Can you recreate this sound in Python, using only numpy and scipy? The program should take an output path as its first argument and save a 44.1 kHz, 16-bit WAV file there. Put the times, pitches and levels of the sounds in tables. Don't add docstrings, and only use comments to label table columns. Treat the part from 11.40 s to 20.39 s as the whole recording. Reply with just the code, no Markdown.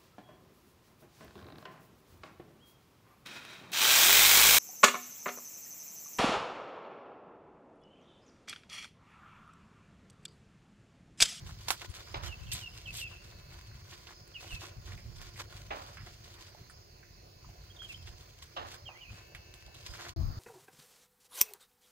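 import sys
import numpy as np
from scipy import signal
from scipy.io import wavfile
from scipy.ndimage import uniform_filter1d

SR = 44100
rng = np.random.default_rng(int(sys.argv[2]) if len(sys.argv) > 2 else 0)


def put_to_file(sound):
    columns = np.atleast_2d(sound).T
    safe = np.clip(columns, -1, 1)
    whole_steps = np.round(safe * 32767)
    wavfile.write(sys.argv[1], SR, whole_steps.astype(np.int16))


def linear_from_db(decibels):
    return 10 ** (np.asarray(decibels, float) / 20)


N = 396459
GAP_S = 8.737
# (time [s], level [dB], left minus right [dB], length [s])
BUFFETS = [(.02, -49, -16, 0.058), (0.501, -42, 11.5, 0.026), (0.768, -44.5, -4.5, 0.094),
           (0.882, -41, -10, 0.069), (1.016, -50, 31, 0.042), (1.109, -41, -7.5, 0.078),
           (2.147, -47, -1, 0.054), (3.141, -41.5, -6, 0.028), (3.384, -43, 3, 0.038),
           (3.527, -43.5, -5, 0.092), (3.689, -45, -10, 0.039), (3.802, -47.5, -8.5, 0.12),
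           (4.03, -57, -4, 0.08), (4.629, -48.5, -2, 0.039), (6.675, -47.5, -4, 0.13),
           (7.23, -51.5, -10, 0.084), (7.72, -48, 1.5, 0.057), (8.274, -48.5, -3, 0.044),
           (8.504, -43.5, -8.5, 0.03), (8.803, -35.5, 12, 0.097), (8.87, -36, 17, 0.089)]


def evened(x):
    return x / np.sqrt(np.mean(x ** 2) + 1e-20)


def read(points, hz):
    f, value = np.transpose(points)
    return np.interp(np.log(hz + 1), np.log(f + 1), value)


def along(rows, t):
    s, *columns = np.transpose(rows)
    return [np.interp(t, s, c) for c in columns]


def add(mix, s, sound):
    part = mix[round(s * SR):][:len(sound)]
    part += sound[:len(part)]


def shelter_db(hz):
    # (frequency [Hz], width [Hz], gain [dB])
    modes = [(219, 15, 13), (352.7, 27.6, 9), (584, 19, 7), (711, 61, 8.5), (1012, 59, 8.5),
             (1100, 45, 5.5), (1438, 20, 8.5)]
    return sum(db / (1 + (2 * (hz - f) / width) ** 2) for f, width, db in modes)


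def coloured(x, points, ringing=0):
    hz = abs(np.fft.fftfreq(4096, 1 / SR))
    log = np.log(linear_from_db(read(points, hz) + ringing * shelter_db(hz)))
    taps = np.fft.ifft(np.exp(log - 1j * signal.hilbert(log).imag)).real[:2048]
    taps = taps[None] / np.linalg.norm(taps)
    return signal.oaconvolve(x, taps, axes=-1)[:, :x.shape[1]]


def echoes(t60, gap):
    t = np.arange(int(SR * min(t60, 1))) / SR
    signs = rng.choice([-1., 1.], (2, SR))[:, :len(t)]
    arrives = rng.random((2, SR))[:, :len(t)] < .06
    taps = signs * arrives * linear_from_db(-60 * t / t60) * (t > gap)
    return taps / np.linalg.norm(taps, axis=1)[:, None]


def heard(x, lag, pan_db, wet_db, t60):
    direct = np.array([np.roll(x, lag) * linear_from_db(pan_db / 2), x * linear_from_db(-pan_db / 2)])
    reflected = signal.oaconvolve(x[None], echoes(t60, 0.0013), axes=1)[:, :N]
    return direct + linear_from_db(wet_db) * reflected


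def tones(hz, db, partials, wobble, flutter_db=0):
    shake, flutter = evened(uniform_filter1d(rng.standard_normal((2, SR * 2)), 150))[:, :len(hz)]
    turn = 2 * np.pi * np.cumsum(hz * (1 + wobble * shake)) / SR
    stack = sum(linear_from_db(part_db) * np.sin(k * turn) for k, part_db in partials)
    return np.sqrt(2) * linear_from_db(db + flutter_db * flutter) * stack * signal.windows.tukey(len(hz), .07)


def air():
    # (frequency [Hz], coherence [0 to 1])
    likeness = [(100, 0.7), (400, 0.64), (1500, 0.55), (4000, 0.18), (12000, 0.66)]
    # (frequency [Hz], density [dB per Hz])
    valley = [(150, -9), (215, -19), (260, -9.5), (350, -3.5), (440, -3), (700, -8), (900, -11.5),
              (1600, -13.5), (2600, -12), (3500, -21), (7500, -34), (10000, -32), (13300, -22.5),
              (14500, -16.5)]
    # (frequency [Hz], density [dB per Hz])
    hillside = [(150, -6), (310, 9.5), (400, -7), (650, 1.5), (1000, -1), (1180, 4.5), (1600, -6),
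                (3500, -14.5), (4700, -0.5), (7500, -27), (11000, -28), (14500, -12)]
    # (frequency [Hz], density [dB per Hz])
    chorus = [(3700, -17.5), (4300, -5), (4700, -3.5), (5300, -8), (5800, -10.5), (6800, -10), (7500, -26)]
    # (time [s], level [dB])
    chirps = [(.69, -5), (1.3, -2), (2.78, -4), (3.6, -4), (4.6, -4), (5.4, -5), (6.569, -3.5), (7.4, -5),
              (8.5, 2)]
    air_db, hill_db = -58.5, 2
    frames, hz = N // 512 + 5, np.fft.rfftfreq(2048, 1 / SR)
    t = np.arange(frames) * 512 / SR
    a, b, c, d, patches = rng.standard_normal((frames, 1025, 5)).T
    patches = evened(uniform_filter1d(uniform_filter1d(patches, 24, 0), 9, 1))
    same = np.clip(read(likeness, hz), 0, 1)[:, None]
    right = a + 1j * b
    late = np.exp(-2j * np.pi * hz * 20 * np.clip(hz / 600, 0, 1) / SR)[:, None]
    z = np.array([same * late * right + np.sqrt(1 - same ** 2) * (c + 1j * d), right])
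    under_roof_db = (read(valley, hz) + shelter_db(hz))[:, None]
    murmur_db = np.where(t < GAP_S, under_roof_db, read(hillside, hz)[:, None] + hill_db)
    swells = sum(linear_from_db(db) * np.exp(-((t - s) / 0.084) ** 2) for s, db in chirps)
    hz = hz[:, None]
    chirr = linear_from_db(8.0) * swells * np.exp(-((hz - 5080) / 150) ** 2)
    size = np.sqrt(linear_from_db(murmur_db) ** 2 + linear_from_db(read(chorus, hz)) ** 2 + chirr ** 2)
    side = linear_from_db(1.8 * np.clip(1.5 - hz / 8000, 0, 1) * [[[-1]], [[1]]])
    z *= size * linear_from_db(2.0 * patches) * (hz > 120) * side
    return linear_from_db(air_db) * evened(signal.istft(z, nperseg=2048, noverlap=1536)[1][:, :N])


def machine():
    # (harmonic number [1], level [dB])
    harmonics = [(7, -11.5), (8, -12.5), (10, -13), (11, -28), (12, -4.5), (13, -12)]
    # (start [s], length [s], held shaft rate [Hz], level at start [dB], level held [dB])
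    runs = [
        (1.751, 0.67, 217.8, -88, -67.5),
        (5.537, 0.83, 216.4, -103, -75),
        (7.716, 0.79, 220.8, -64, -63),
    ]
    run_up_hz, run_up_s = 6.15, 0.0504
    settle_s, leave_s, leave_db = 0.11, 0.069, -12
    out = np.zeros(N)
    for s, length, hz, start_db, held_db in runs:
        t = np.arange(0, length, 1 / SR)
        turns_s = [0, settle_s, length - leave_s, length]
        db = np.interp(t, turns_s, [start_db, held_db, held_db, held_db + leave_db])
        shaft_hz = hz - run_up_hz * np.exp(-t / run_up_s)
        add(out, s, tones(shaft_hz, db, harmonics, wobble=0.00046, flutter_db=1.0))
    return heard(out, -20, pan_db=6.0, wet_db=-29, t60=0.33)


def whistle(note, wobble, flutter_db):
    direct_db = -0.5
    start_s = note[0][0]
    hz, db = along(note, np.arange(start_s, note[-1][0], 1 / SR))
    attack_hz = 220 * np.exp(-np.arange(len(hz)) / (.004 * SR))
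    hz = uniform_filter1d(hz, 200, mode="nearest") + attack_hz
    return start_s, tones(hz, db + direct_db, [(1, 0)], wobble, flutter_db)


def warble(length, first_hz, last_hz, db):
    arch_hz, arch_s, edges_db = 440, .007, -12
    quaver_hz, quaver_per_s = 80, 21
    t = np.arange(0, length, 1 / SR)
    arch = 1 - np.exp(-np.minimum(t, length - t) / arch_s)
    quaver = quaver_hz * np.cos(2 * np.pi * quaver_per_s * (t - length / 2))
    hz = first_hz + (last_hz - first_hz) * t / length + arch_hz * arch - quaver
    return tones(hz, db + edges_db * (1 - arch), [(0.98, 0)], wobble=0.0028)


def birds():
    # (time [s], pitch [Hz], level [dB])
    whistles = [
        [(0.862, 3210, -60), (0.876, 3220, -55), (0.884, 2949, -52), (0.914, 2870, -53.5), (0.93, 2655, -47),
         (0.95, 2660, -60)],
        [(1.08, 2600, -63), (1.092, 2640, -57), (1.1, 2730, -57), (1.113, 2720, -50)],
        [(1.195, 3341, -60), (1.235, 2850, -48), (1.255, 2923, -56), (1.263, 2720, -47), (1.277, 2704, -43),
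         (1.285, 2700, -68)],
        [(1.452, 3260, -56), (1.466, 2974, -46), (1.476, 2625, -49), (1.488, 2620, -43.5), (1.504, 2640, -51),
         (1.51, 2586, -44)],
        [(1.588, 3280, -38), (1.594, 3250, -53), (1.628, 2660, -41.5), (1.638, 2690, -47.5), (1.65, 2710, -44),
         (1.67, 2606, -49.5), (1.688, 2480, -58)],
        [(2.938, 3270, -61), (2.952, 2930, -48.5), (2.966, 2665, -46), (2.984, 2513, -54), (2.994, 2580, -55),
         (3.002, 2530, -52)],
        [(3.085, 2971, -55), (3.093, 3126, -56), (3.129, 2640, -43.5), (3.153, 2690, -49), (3.169, 2540, -52),
         (3.21, 2540, -70)],
        [(7.453, 3256, -60), (7.469, 3153, -51), (7.487, 2720, -49), (7.503, 2490, -63), (7.517, 2469, -55),
         (7.535, 2466, -71)],
        [(7.607, 2954, -60), (7.615, 3030, -51.5), (7.639, 2810, -53), (7.647, 2842, -66), (7.655, 2520, -56),
         (7.665, 2539, -64)],
        [(7.667, 2680, -60), (7.689, 2460, -53.5), (7.701, 2470, -51), (7.71, 2581, -68)],
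    ]
    # (time [s], pitch [Hz], level [dB])
    blurred = [(1.058, 2900, -66), (1.07, 3260, -56), (1.085, 2800, -59)]
    # (time [s], pitch [Hz], level [dB])
    taut_corner = [(8.685, 1050, -66), (8.7, 1060, -62), (8.737, 1050, -54)]
    # (time [s], pitch [Hz], level [dB])
    riser = [(7.53, 1850, -66), (7.56, 2100, -60), (7.59, 2320, -65), (7.62, 2480, -65), (7.67, 2440, -63)]
    # (start [s], length [s], first pitch [Hz], last pitch [Hz], level [dB])
    warbles = [
        (6.299, 0.019, 3110, 3150, -52),
        (6.362, 0.012, 3820, 3150, -48.5),
        (6.387, 0.078, 2980, 2790, -47.5),
        (6.49, 0.031, 2600, 2310, -44),
        (6.53, 0.018, 2150, 2350, -60),
        (6.541, 0.011, 2970, 3220, -38.5),
    ]
    far, near = np.zeros((2, N))
    for note in whistles:
        add(far, *whistle(note, .017, 2.5))
    add(far, *whistle(blurred, .06, 3))
    add(near, *whistle(taut_corner, .004, 1))
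    add(far, *whistle(riser, .012, 3))
    for s, *note in warbles:
        add(near, s, warble(*note))
    slope = signal.oaconvolve((far + .5 * near)[None], echoes(0.5, 0.075), axes=1)[:, :N]
    far = heard(far, 14, pan_db=-4.5, wet_db=-2.5, t60=.085)
    near = heard(near, 25, pan_db=-4.5, wet_db=-5.0, t60=0.11)
    return far + near + linear_from_db(-8.5) * slope


def gusts(t):
    # (time [s], level [dB])
    breeze = [(0, -46), (.6, -56), (1.1, -47), (1.3, -52), (2.9, -55), (3.6, -53.5), (4.3, -51.5),
              (5.4, -56), (6.5, -54.5), (7.1, -57.5), (7.3, -58), (8.73, -56.5), (8.762, -39), (8.99, -40)]
    power, lean = linear_from_db(along(breeze, t)[0]) ** 2, np.zeros(N)
    for s, db, pan_db, length in BUFFETS:
        bell = linear_from_db(db - 3.0) ** 2 * signal.windows.hann(round(2 * length * SR))
        add(power, max(s - length, 0), bell)
        add(lean, max(s - length, 0), pan_db * bell)
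    return 10 * np.log10(power), lean / power


def thumps():
    thump_hz, thump_db = 64.3, -2.5
    out = np.zeros((2, N))
    for (s, db, pan_db, length), (tune, turn) in zip(BUFFETS, rng.random((len(BUFFETS), 2))):
        t = np.arange(-length, length, 1 / SR)
        cycles = np.cos(2 * np.pi * (thump_hz * (0.474 + 1.0 * tune) * t + turn))
        push = cycles * signal.windows.hann(len(t)) ** 2
        for port, side in zip(out, (.5, -.5)):
            add(port, max(s - length, 0), linear_from_db(db + thump_db + side * pan_db) * push)
    return out


def wind():
    # (frequency [Hz], density [dB per Hz])
    turbulence = [(15, -41), (30, -11.5), (45, 0.5), (70, -2.5), (100, 1.5), (130, -4.5), (160, -11.5),
                  (215, -18.5), (260, -28), (400, -75)]
    level_db, pan_db = gusts(np.arange(N) / SR)
    noise = coloured(rng.standard_normal((3, N)), turbulence)
    lumps = linear_from_db(2.87 * evened(uniform_filter1d(rng.standard_normal((3, N)), 1500)))
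    left, right, shared = evened(noise * lumps)
    own = np.clip(0.17 + 0.087 * abs(pan_db), 0, .95)
    both = np.sqrt(1 - own ** 2) * shared + own * np.array([left, right])
    return linear_from_db(level_db) * both * linear_from_db([pan_db / 2, -pan_db / 2]) + thumps()


def moan():
    # (start [s], length [s], first pitch [Hz], last pitch [Hz], level [dB])
    low_note = (8.761, .075, 345, 300, -50)
    s, length, *ends, db = low_note
    out = np.zeros(N)
    share = np.linspace(0, 1, round(length * SR))
    hz = np.interp(share, [0, 1], ends)
    add(out, s, tones(hz, db - 10 * share ** 2, [(1, 0), (2, -7)], wobble=.02, flutter_db=1))
    return np.array([out, out])


def blows():
    # (time [s], peak [dB], tail t60 [s], rise [s])
    strokes = [
        (0.741, -33.5, 0.79, 0.002),
        (4.304, -29.5, 0.69, 0.003),
        (7.163, -28.5, 0.64, 0.0052),
    ]
    # (frequency [Hz], density [dB per Hz])
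    wood = [(150, -50), (250, -12.5), (495, -9.5), (561, -3), (654, -7), (721, -3), (1050, -4),
            (1160, -3.5), (2000, -14), (3740, -19), (7000, -33.5), (9100, -49), (15400, -120)]
    # (frequency [Hz], density [dB per Hz])
    front_a = [(240, -14), (400, 3), (590, -10), (903, 5), (1670, -14), (2170, -1), (4790, -9), (8000, -31),
               (10400, -62), (17600, -120)]
    # (frequency [Hz], density [dB per Hz])
    front_b = [(180, -41), (300, -11), (542, 4.5), (760, 9), (1020, -7), (1840, -2), (3710, -11),
               (5300, -40), (8000, -46), (10400, -68), (17600, -120)]
    # (frequency [Hz], density [dB per Hz])
    front_c = [(180, -46), (300, -17), (557, 0), (1190, 3), (1500, -7), (2000, -10), (2200, -22),
               (2740, 3.5), (8000, -40), (10400, -63), (17600, -120)]
    out, t = np.zeros((2, N)), np.arange(SR) / SR
    sprays = rng.standard_normal((len(strokes), 3, SR))
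    for (s, db, t60, rise), colour, spray in zip(strokes, (front_a, front_b, front_c), sprays):
        spray = spray * linear_from_db(3 * np.tanh(evened(uniform_filter1d(spray[2, ::-1], 200))))
        shared = np.array([np.roll(spray[2], 20), spray[2] * linear_from_db(4.5)])
        spray = 0.5 * shared + 0.4 * spray[:2]
        spray = spray * linear_from_db(db - 2.5) * np.clip(t / (2 * rise), 0, 1) ** 2
        front = coloured(spray * (linear_from_db(-3 - 60 * t / 0.07) + linear_from_db(-4 - 60 * t / .17)), colour)
        sound = front + coloured(spray * linear_from_db(-6.5 - 60 * t / t60), wood)
        for port in range(2):
            add(out[port], s - .002, sound[port])
    return out


def tugs(t):
    # (time [s], effort [dB])
    sway = [(0, -63.5), (.6, -64), (1.0, -65), (1.4, -63.5), (2.1, -67), (2.6, -70.5), (2.85, -72.5),
            (3.1, -59), (3.4, -69.5), (3.7, -67.5), (4.6, -64.5), (5.2, -66.5), (5.6, -84), (6.2, -68),
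            (6.9, -65.5), (7.5, -74), (8.2, -69.5), (8.7, -60.5)]
    # (start [s], length [s], folds flapping [dB], weave scraping [dB])
    pulls = [(0.053, 0.079, -59, -63.5), (0.2, 0.3, -76, -69), (0.276, 0.087, -49, -56),
             (0.409, 0.041, -49, -70), (0.444, 0.026, -51, -62), (0.495, 0.016, -63, -73),
             (0.538, 0.055, -54.5, -61.5), (0.581, 0.045, -50.5, -72), (.665, 0.093, -55.5, -87),
             (0.827, 0.077, -48, -65), (1.119, 0.047, -64, -43.5), (1.15, 0.098, -52.5, -58),
             (1.531, 0.12, -60.5, -48), (2.09, 0.14, -62.5, -76.5), (2.443, 0.12, -62.5, -74),
             (2.504, 0.065, -59, -68), (2.547, 0.14, -64, -73.5), (2.669, 0.084, -57, -75),
             (3, 0.072, -56.5, -66.5), (3.204, 0.11, -55, -66.5), (3.458, 0.065, -55.5, -73),
             (3.51, 0.054, -56, -71), (3.562, 0.059, -66, -71), (3.805, 0.041, -55, -70),
             (3.845, 0.066, -57.5, -69), (3.962, 0.044, -60, -64), (3.989, 0.041, -46, -62),
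             (4.104, 0.15, -60, -69.5), (4.661, 0.041, -55.5, -72), (4.948, 0.13, -59.5, -88),
             (6.417, 0.053, -65, -69), (6.472, 0.1, -65, -67), (6.657, 0.052, -56.5, -71),
             (7.022, 0.026, -59.5, -57), (7.263, 0.12, -59, -68), (7.335, 0.036, -57, -63),
             (7.693, 0.16, -60.5, -75), (8.342, 0.015, -60, -67), (8.384, 0.25, -64, -73),
             (8.462, 0.016, -49, -61), (8.532, 0.061, -53.5, -65), (8.584, 0.066, -49.5, -67.5),
             (8.631, 0.077, -48.5, -76)]
    stir_db, stir_s = 2.0, .025
    weave_offset_db, weave_slope = -15.5, 2.18
    rise_share, sharpness = 0.39, 0.88
    width = round(stir_s * SR)
    stirs = evened(uniform_filter1d(uniform_filter1d(rng.standard_normal(N), width), width))
    sway_db = along(sway, t)[0] + stir_db * stirs
    mean_db = sway_db.mean()
    weave_db = mean_db + weave_slope * (sway_db - mean_db) + weave_offset_db
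    power = linear_from_db([sway_db, weave_db]) ** 2
    bend = np.log(.5) / np.log(rise_share)
    for s, length, folds_db, weave_db in pulls:
        arch = np.sin(np.pi * np.linspace(0, 1, round(length * 1.04 * SR)) ** bend) ** 2
        for layer, db in zip(power, (folds_db, weave_db)):
            add(layer, s - 0.06 * length, linear_from_db(db) ** 2 * arch ** sharpness)
    return 10 * np.log10(power)


def crackle(per_s, spread_db, clump_db, smooth):
    size = linear_from_db(spread_db * np.minimum(rng.exponential(1, N), 5)) * (rng.random(N) < per_s / SR)
    clumps = linear_from_db(clump_db * evened(uniform_filter1d(rng.standard_normal(N), 500)))
    buckles = evened(size * rng.choice([-1, 1], N))
    own, hush = smooth * rng.standard_normal((2, N))
    both = np.array([np.roll(buckles + 0.16 * hush, 4) + 1.63 * own, buckles + hush])
    return evened(both * clumps)


def sheet():
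    # (frequency [Hz], density [dB per Hz])
    fold_colour = [(180, -20.5), (330, 4), (600, -2), (1000, 1), (1500, 4.5), (2300, 1.5), (3500, -27),
                   (6000, -47)]
    # (frequency [Hz], density [dB per Hz])
    weave_colour = [(4000, -48), (6000, -16), (7800, 11.5), (9000, 9.5), (9900, -7), (11500, 5), (14000, 2),
                    (16000, -27)]
    # (frequency [Hz], density [dB per Hz])
    creases = [(1200, -21.0), (2200, -4.5), (3500, 0.5), (5500, -3.5), (7000, -5.0), (9000, -18.0)]
    folds_db, weave_db = tugs(np.arange(N) / SR)
    crease_db = 0.47 * folds_db + 0.52 * weave_db + 9.5
    folds = linear_from_db(folds_db) * crackle(700, spread_db=2.5, clump_db=2.5, smooth=.7)
    folds = coloured(folds, fold_colour, ringing=1.0)
    crease = coloured(linear_from_db(crease_db) * crackle(1500, spread_db=3.5, clump_db=2.5, smooth=.7), creases)
    weave = coloured(linear_from_db(weave_db) * crackle(3000, spread_db=3.5, clump_db=3.0, smooth=1.3), weave_colour)
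    both = (folds + crease) * linear_from_db([[-1.4], [1.4]]) + weave * linear_from_db([[-.6], [.6]])
    return both * (np.arange(N) < GAP_S * SR)


def ticks():
    # (time [s], peak [dB], centre [Hz])
    dry_ticks = [(0.3066, -19, 5500), (0.4187, -42, 4300), (0.446, -39, 3000), (.2688, -44, 3700),
                 (0.2855, -14, 3500), (.3077, -17, 3000), (0.312, -25, 1500), (2.2114, -39, 2620),
                 (4.94, -41, 3680), (6.9866, -46, 5200), (8.4637, -45, 5100), (8.5804, -40, 2000),
                 (8.536, -44, 1500), (0.411, -34, 2430), (0.417, -25.5, 2500), (0.42, -43, 4200),
                 (0.447, -33, 1000), (0.54, -32.5, 2430), (0.608, -42, 1350), (0.836, -40, 1440),
                 (1.1165, -26, 4500), (2.524, -47, 2290), (2.577, -40, 3680), (2.614, -50, 6000),
                 (2.668, -45, 3340), (2.707, -41, 1100), (2.876, -40, 4570), (3.013, -47, 2630),
                 (3.042, -39, 1850), (3.958, -45, 2050), (3.977, -36, 2050), (3.993, -44, 1700),
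                 (3.998, -29.5, 1300), (4.006, -30.5, 1120), (4.125, -36.5, 1430), (4.154, -49, 1120),
                 (4.184, -46, 2040), (7.029, -52, 1540), (7.34, -50, 1480), (7.574, -41, 2280),
                 (8.139, -40, 4120), (8.224, -39, 2630), (8.35, -45, 4670), (8.603, -35, 972)]
    spray_share, t60, wide = .16, .03, 2.5
    out, t = np.zeros((2, N)), np.arange(2000) / SR
    for (s, db, hz), spray in zip(dry_ticks, rng.standard_normal((len(dry_ticks), 2, len(t)))):
        band = signal.butter(1, [hz / wide, min(hz * wide, 15000)], "band", fs=SR, output="sos")
        click = signal.sosfilt(band, (t < .2 / hz) + spray_share * linear_from_db(-60 * t / t60) * spray)
        click = linear_from_db(db) * click / abs(click).max()
        add(out[0], s + .001 + 4 / SR, linear_from_db(-1) * click[0])
        add(out[1], s + .001, linear_from_db(1) * click[1])
    return out


def snaps():
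    # (time [s], peak [dB], ring [Hz], treble [dB])
    bright_snaps = [(0.092, -40.5, 1100, -15), (0.283, -29.5, 1100, 13), (0.304, -19, 1100, 12),
                    (0.3048, -31, 1700, 9), (0.496, -48.5, 8450, -5), (1.116, -29, 3670, -10),
                    (3.044, -47, 636, -17), (3.239, -43, 1080, -13), (3.815, -50.5, 1940, 18.5),
                    (4.94, -55, 3330, 15), (5.147, -45, 710, 0), (5.297, -45, 1470, -12),
                    (5.296, -50.5, 8400, -12), (6.089, -53, 690, 6), (7.028, -88, 1520, -14),
                    (7.341, -47.5, 1480, 9), (7.948, -36, 2150, 3), (8.139, -65, 2670, 31),
                    (8.345, -60, 3070, -2)]
    # (time [s], peak [dB], ring [Hz], t60 [s])
    dull_pops = [(0.415, -36, 2580, 0.051), (0.446, -57, 1020, 0.046), (0.835, -38, 1520, 0.17),
                 (2.313, -50.5, 1550, 0.079), (2.523, -41, 2390, 0.084), (2.669, -39.5, 3270, 0.06),
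                 (2.706, -48.5, 1120, 0.089), (3.519, -42, 1990, 0.098), (3.575, -46.5, 2100, 0.23),
                 (3.959, -47, 2100, 0.19), (3.999, -40, 1180, 0.062), (4.126, -49, 1200, .1),
                 (4.57, -39.5, 1540, 0.29), (5.628, -50.5, 1720, 0.17), (6.418, -45, 1370, 0.077),
                 (6.044, -49.5, 1050, 0.096), (6.672, -40.5, 2750, 0.073), (7.489, -39, 800, 0.47),
                 (8.279, -50, 711, 0.42), (8.349, -47, 3420, 0.09), (8.463, -53, 2260, .049),
                 (8.536, -44, 1470, 0.14), (8.581, -57, 1460, .24)]
    snap_t60, pop_treble_db = 0.1, -75
    faint_db, faint_narrow = -41, .45
    out, t = np.zeros((2, N)), np.arange(9000) / SR
    tick = np.sin(2 * np.pi * t / 0.00028) * np.exp(-t / 0.000056)
    bright = signal.butter(1, [1500, 11000], "band", fs=SR, output="sos")
    rows = [row + (snap_t60,) for row in bright_snaps]
    rows += [(s, db, hz, pop_treble_db, t60) for s, db, hz, t60 in dull_pops]
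    for (s, db, hz, treble_db, t60), spray in zip(rows, rng.standard_normal((len(rows), 3, len(t)))):
        tail = linear_from_db(-60 * t / np.clip(t60, .01, .4)) * np.clip(t / 0.00056, 0, 1)
        narrow = faint_narrow if db < faint_db else 1
        edges_hz = hz * np.array([0.74, 1.51]) ** narrow
        pocket = signal.butter(2, edges_hz, "band", fs=SR, output="sos")
        ring = signal.sosfilt(pocket, (t < .4 / hz) + 0.5 * tail * (spray[2] + 0.5 * spray[:2]))
        crack = signal.sosfilt(bright, tick + .032 * tail * spray[:2])
        sound = linear_from_db(db) * (ring / abs(ring).max() + linear_from_db(treble_db) * crack / abs(crack).max())
        add(out[0], s + 0.001227 + 4 / SR, linear_from_db(-3.0) * sound[0])
        add(out[1], s + 0.00124, linear_from_db(3.5) * sound[1])
    return out


def scene():
    return air() + machine() + birds() + wind() + moan() + blows() + sheet() + ticks() + snaps()


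def top_cut(x):
    return signal.sosfilt(signal.butter(12, 15840, fs=SR, output="sos"), x)


def record(dry):
    fade_s, back_s, edge_hz = 8.705, 8.7615, 15870
    t = np.arange(N) / SR
    fade = np.interp(t, [0, fade_s, GAP_S, back_s, back_s + .001, 9], [1, 1, 0, 0, 1, 1]) ** .7
    low_pass = signal.firwin(401, edge_hz, fs=SR)[None]
    limited = signal.oaconvolve(dry * fade, low_pass, "same", axes=1)
    return top_cut(limited)


dry = scene()
out = record(dry)
put_to_file(out)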